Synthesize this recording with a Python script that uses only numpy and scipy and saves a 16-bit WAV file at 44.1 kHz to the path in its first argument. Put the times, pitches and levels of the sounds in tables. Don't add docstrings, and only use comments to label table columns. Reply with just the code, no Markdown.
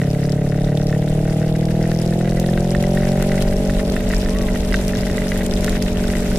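import sys
import numpy as np
from scipy import signal
from scipy.fft import rfft, irfft
from scipy.io import wavfile

SR = 44100
rng = np.random.default_rng(int(sys.argv[2]) if len(sys.argv) > 2 else 0)


def materialize(psi):
    bounded = np.clip(np.atleast_2d(psi).T, -1, 1)
    quanta = np.round(bounded * 32767).astype(np.int16)
    wavfile.write(sys.argv[1], SR, quanta)


N = 281358
TIME = np.arange(N) / SR


def from_db(db):
    return 10 ** (np.asarray(db) / 20)


def rms_one(x):
    return x / np.sqrt(np.mean(x ** 2) + 1e-20)


def at_hz(curve, hz):
    curve_hz, values = np.transpose(curve)
    return np.interp(np.log(hz), np.log(curve_hz), values)


def butter(x, order, edges_hz, kind="band"):
    return signal.sosfilt(signal.butter(order, edges_hz, kind, fs=SR, output="sos"), x)


def drift(rate_hz):
    r = np.exp(-80 * np.pi * rate_hz / SR)
    slow = signal.lfilter([1], [1, -2 * r, r * r], rng.standard_normal(N // 40 + 2002))[2000:]
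    return np.interp(np.arange(N) / 40, np.arange(len(slow)), rms_one(slow))


def ring(clicks, hz, t60_s):
    r = np.exp(-np.log(1000) / (t60_s * SR))
    w = 2 * np.pi * min(hz, SR / 2) / SR
    return signal.lfilter([0, np.sin(w)], [1, -2 * r * np.cos(w), r * r], clicks + 1e-18)


# f/Hz, left-right correlation
CORRELATION = [(30, 0.98), (500, 0.95), (1000, 0.047), (2000, 0.21), (4000, -0.33), (14000, 0.012)]

def banded_noise(spectrum, flicker_db, flicker_hz):
    edges_hz = 15 * 2 ** np.arange(0, 10.6, .5)
    common = drift(flicker_hz / 2)
    white = rng.standard_normal((2, 2, N))
    out = 0
    for k, (low, high) in enumerate(zip(edges_hz, edges_hz[1:])):
        hz = np.sqrt(low * high)
        flicker = drift(flicker_hz)
        if spectrum[0][0] < high and low < spectrum[-1][0]:
            mid, side = butter(white[k % 2], 2, [low, high])
            alike = at_hz(CORRELATION, hz)
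            gain = from_db(at_hz(spectrum, hz) + flicker_db * (common + flicker))
            out += gain * (np.sqrt(1 + alike) * mid + np.sqrt(1 - alike) * side * [[1], [-1]])
    return rms_one(out)


# f/Hz, relative level/dB
SPRAY_SPECTRUM = [(700, 4.5), (1100, -2), (1900, 4), (2600, 3), (4000, -0.5), (5400, -2.5), (6500, -3),
                  (8200, -0.5), (11000, -7.5), (14500, -16), (16000, -11.5)]

def spray(speed_doublings, shower_db, cruise_db=-37.5, db_per_doubling=11.5):
    level_db = cruise_db + db_per_doubling * speed_doublings + shower_db
    return from_db(level_db) * banded_noise(SPRAY_SPECTRUM, flicker_db=1.92, flicker_hz=45)


# f/Hz, relative level/dB
WIND_SPECTRUM = [(18, 0.5), (35, 2.5), (60, -4.5), (90, -9), (160, -10.5), (260, -16.5), (400, -16),
                 (560, -18), (750, -31.5), (1000, -32.5), (2000, -44.5)]

def wind(speed_doublings, cruise_db=-20.5, db_per_doubling=4, swell_db=3, swell_mid_s=3.4, swell_s=1.9):
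    calm = np.clip(.5 - (TIME - swell_mid_s) / swell_s, 0, 1)
    level_db = cruise_db + db_per_doubling * speed_doublings - swell_db * calm
    return from_db(level_db) * banded_noise(WIND_SPECTRUM, flicker_db=0.5, flicker_hz=9.1)


def whistle(at_s=4.395, half_width_s=0.11, low_hz=892, top_hz=1143, peak_db=-40.5, waver=0.011):
    gust = np.exp(-((TIME - at_s) / half_width_s) ** 2)
    hz = (low_hz + (top_hz - low_hz) * gust) * (1 + waver * drift(70.3))
    return from_db(peak_db) * np.sqrt(gust) * np.sin(2 * np.pi * np.cumsum(hz) / SR)


# t/s, half-width/s, boost/dB
RAIN_FLURRIES = [(0.15, 0.34, 2), (3.25, 0.62, 1), (5.7, 0.074, 2.5), (6.22, 0.18, 1.5)]

def shower_level_db(thicken_db_per_s=0.57):
    flurry_db = sum(db * np.exp(-((TIME - s) / width_s) ** 2) for s, width_s, db in RAIN_FLURRIES)
    return thicken_db_per_s * (TIME - TIME.mean()) + flurry_db


def drops(per_s, spread_db, cap):
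    sizes = from_db(spread_db * (np.minimum(rng.exponential(1, N), cap) - cap))
    return sizes * rng.choice([-1, 1], N) * (rng.random(N) < per_s / SR)


def splash(clicks, t60_s):
    r = np.exp(-2 * np.log(1000) / (t60_s * SR))
    energy = signal.lfilter([1 - r], [1, -2 * r, r * r], clicks ** 2 + 1e-18)
    return np.sqrt(np.abs(energy)) * rng.standard_normal((2, N))


def fizz(clicks, t60_s):
    return butter(splash(clicks, t60_s), 1, [3000, 12000])


# f/Hz, relative level/dB, left over right/dB
PATTER_MODES = [(2970, 2.5, 12.5), (3690, 8.5, -1.5), (4370, -11.5, 8), (5170, 13, 4), (5580, 7, 13.5),
                (7600, -9, 2), (8130, 11.5, -3), (10200, -6, -12), (12300, -2, -20)]

def patter(rain_db, gain_db=-38, t60_cycles=13, fizz_db=7):
    clicks = drops(per_s=400, spread_db=4.2, cap=3.2) * from_db(rain_db + gain_db)
    out = from_db(fizz_db) * fizz(clicks, t60_s=0.01)
    mode_hit = rng.integers(0, len(PATTER_MODES), N)
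    for k, (hz, ring_db, pan_db) in enumerate(PATTER_MODES):
        push = splash(clicks * (mode_hit == k), t60_s=0.0029)
        gains = from_db([[ring_db + pan_db / 2], [ring_db - pan_db / 2]])
        out += gains * ring(push, hz, t60_cycles / hz)
    return out


# t/s, relative level/dB, f/Hz, left over right/dB, splash drive/dB
SHARP_DROPS = [(0.3217, -26.5, 3330, 2.5, -13), (0.7738, -13.5, 3590, -6, -30),
               (0.8696, -14, 5190, 1.5, -29), (1.6546, -15, 5120, 4, -25), (2.2947, -19, 4190, 0.5, -22),
               (2.398, -18, 4270, 4, -13.5), (2.4626, -18, 3785, -10, -33), (2.8255, -21, 2500, 0, -13),
               (3.2243, -17, 3530, 2.0, -13.5), (3.423, -15, 4440, 4, -14.5), (3.899, -13, 4250, -4, -24),
               (4.8807, -12, 5550, 0.0, -21), (5.3762, -17.5, 9516, 1.0, -17), (5.464, -13, 7804, 1.0, -19),
               (5.608, -21, 5216, 0.0, -14), (5.6441, -12.5, 4050, -3, -16),
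               (5.6944, -14.5, 3910, 0.0, -19), (5.8247, -8.5, 5170, 1.0, -26)]

def ticks(gain_db=-1, t60_cycles=14, fizz_db=17, port_lag_s=.00008, size=2048):
    rings, clicks = np.zeros((2, N + size)), np.zeros(N)
    for s, level_db, hz, pan_db, splash_db in SHARP_DROPS:
        at, gain = round(s * SR), from_db(level_db + gain_db)
        delay_s = port_lag_s * np.abs(rng.standard_normal((2, 1)))
        age_s = np.maximum(np.arange(size) / SR - delay_s, 0)
        tone = np.sin(2 * np.pi * hz * age_s) * np.exp(-np.log(1000) * age_s * hz / t60_cycles)
        rings[:, at:at + size] += gain * tone * from_db([[pan_db / 2], [-pan_db / 2]])
        clicks[at] = gain * from_db(splash_db)
    return rings[:, :N] + from_db(fizz_db) * fizz(clicks, t60_s=0.01)


# t/s, relative level/dB, favoured f/Hz
HEAVY_HITS = [(0.0164, -20, 1920), (0.5212, -26, 1890), (0.9278, -21, 1890), (1.0765, -27, 1540),
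              (1.9167, -22, 1870), (2.4423, -25, 1900), (2.576, -18, 1540), (2.7496, -16.5, 1931),
              (2.8394, -22, 1908), (2.9741, -20.5, 1930), (3.2246, -21, 1500), (3.3179, -19.5, 1892),
              (3.6968, -18.5, 1800), (3.9649, -15.5, 1790), (4.1096, -20.5, 1920), (4.136, -18, 1837),
              (4.7243, -18, 1931), (4.7426, -7.5, 1680), (4.747, -20, 1840), (5.1811, -18, 1881),
              (5.2193, -20.5, 1880), (5.3188, -15.5, 1880), (5.682, -17, 2121), (6.136, -21, 1811)]
# f/Hz, relative level/dB, t60/s
SHELL_MODES = [(820, -13, 0.0084), (1300, -32, .009), (1575, 3.5, 0.02), (1903, 5.5, 0.023),
               (2090, -3, 0.022), (2665, 0, 0.015), (3660, -6.5, 0.021)]

def knocks(rain_db, hail_db=-7, drops_db=-30, fizz_db=-13, thud_db=3,
           detune=0.048, favour_db=6, favour_width_hz=160):
    clicks = drops(per_s=150, spread_db=6.5, cap=2.96) * from_db(rain_db + drops_db)
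    favoured_hz = rng.uniform(1300, 2310, N)
    for s, level_db, hz in HEAVY_HITS:
        clicks[round(s * SR)] = from_db(level_db + hail_db)
        favoured_hz[round(s * SR)] = hz
    shell = from_db(fizz_db) * fizz(clicks, t60_s=0.014)
    spots = rng.integers(0, 3, N)
    for spot, tuning in enumerate([1 - detune, 1, 1 + detune]):
        at = np.flatnonzero(clicks * (spots == spot))
        for hz, mode_db, t60_s in SHELL_MODES:
            place_rad = rng.uniform(0, 2 * np.pi, N)[at]
            boost = from_db(favour_db * np.exp(-((hz - favoured_hz[at]) / favour_width_hz) ** 2))
            mid = 0.71 * from_db(1.2 * np.sin(2 * place_rad))
            side = 0.34 * min(hz / 1900, 1) ** 2 * np.cos(place_rad) * [[1], [-1]]
            blows = np.zeros((2, N))
            blows[:, at] = clicks[at] * boost * (mid + side)
            shell += from_db(mode_db) * ring(blows, hz * tuning, t60_s)
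    thud = from_db(thud_db) * ring(clicks ** 2, hz=740, t60_s=.016)
    return butter(shell, 1, 700, "high") + thud


# f/Hz, gain/dB
PIPE_RESPONSE = [(35, -28), (105, -12), (150, -6), (230, -11.5), (270, -24), (350, -23), (480, -19.5),
                 (535, -24), (580, -13), (650, -15), (720, -19), (820, -20.5), (880, -30.5), (1100, -36.5)]

def pipe(hz, size=8192):
    grid_hz = np.arange(size // 2 + 1) * SR / size
    cepstrum = irfft(np.log(from_db(at_hz(PIPE_RESPONSE, grid_hz + 1))))
    phase_rad = rfft(2 * cepstrum[:size // 2], size).imag
    return from_db(at_hz(PIPE_RESPONSE, hz)), np.interp(hz, grid_hz, phase_rad)


# multiple of cycle rate, pulling level/dB, cruising level/dB
EXHAUST_ORDERS = [(1, 12, 17.5), (2, -29, -2), (3, 5.5, -8.5), (4, 8, 6), (5, 6, 6.5), (6, -1.5, 7.5),
                  (7, 4.5, 0.5), (8, 13, 3), (9, 8.5, 9.5), (10, -3, -8), (11, 4, -1.5), (12, 7.5, 0.5),
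                  (13, 5.5, 1), (14, -4, -18), (15, -9.5, -6.5), (16, 1, -17), (17, 1, -6.5),
                  (18, -6.5, -14), (19, -39, -27), (20, -2.5, -13), (21, -3.5, -11), (22, -6, -6)]

def engine(cycle_hz, speed_doublings, pull_db=-19.5, cruise_db=-20.5, db_per_doubling=4, rasp_db=-21):
    ease_mid_s, ease_s = 3.58, 0.86
    start_cycles, beat_gap_cycles, jitter_cycles = 0.2085, .23, 0.0005
    boom_top_order, bark_lead_cycles = 10.06, 0.1662
    second_beat, ringing, uneven_db = 0.96, 0.92, .5
    throttle = np.clip(.5 - (TIME - ease_mid_s) / ease_s, 0, 1)
    level_db = throttle * pull_db + (1 - throttle) * cruise_db + db_per_doubling * speed_doublings
    cycles = start_cycles + np.cumsum(cycle_hz) / SR + jitter_cycles * drift(25)
    note = 0
    for order, open_db, eased_db in EXHAUST_ORDERS:
        strength = throttle * from_db(open_db) + (1 - throttle) * from_db(eased_db)
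        pipe_gain, pipe_rad = pipe(order * cycle_hz)
        pair_rad = np.angle(1 + second_beat * np.exp(-2j * np.pi * order * beat_gap_cycles))
        bark_rad = 2 * np.pi * bark_lead_cycles * max(order - boom_top_order, 0)
        phase_rad = 2 * np.pi * order * cycles + pair_rad + ringing * pipe_rad + bark_rad
        note += np.sqrt(2) * strength * pipe_gain * np.cos(phase_rad)
    valves = sum((.5 + .5 * np.cos(2 * np.pi * (cycles + bark_lead_cycles - beat))) ** 16
                 for beat in (0, beat_gap_cycles))
    gas = butter(rng.standard_normal(N), 4, [130, 700])
    rasp = from_db(rasp_db) * rms_one(gas * valves)
    return from_db(level_db + uneven_db * drift(21)) * (note + rasp)


# t/s, four-stroke cycle f/Hz
CYCLE_RATE = [(0.0, 34.96), (0.46, 35.79), (0.91, 36.98), (1.4, 38.61), (2.04, 41.37), (2.88, 45.08),
              (3.41, 47.36), (3.87, 48.01), (4.97, 47.46), (6.11, 46.6), (6.38, 46.2)]

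def scene(cruise_hz=47.5, rain_db_per_doubling=9):
    cycle_hz = np.interp(TIME, *np.transpose(CYCLE_RATE))
    speed_doublings = np.log2(cycle_hz / cruise_hz)
    shower_db = shower_level_db()
    rain_db = rain_db_per_doubling * speed_doublings + shower_db
    air = wind(speed_doublings) + spray(speed_doublings, shower_db)
    rain = knocks(rain_db) + ticks() + patter(rain_db)
    return air + rain + engine(cycle_hz, speed_doublings) + whistle()


def record(dry, ceiling=0.72, cutoff_hz=15000):
    rounded = ceiling * np.tanh(dry / ceiling)
    return signal.sosfilt(signal.ellip(10, .2, 80, cutoff_hz, fs=SR, output="sos"), rounded)


dry = scene()
out = record(dry)
materialize(out)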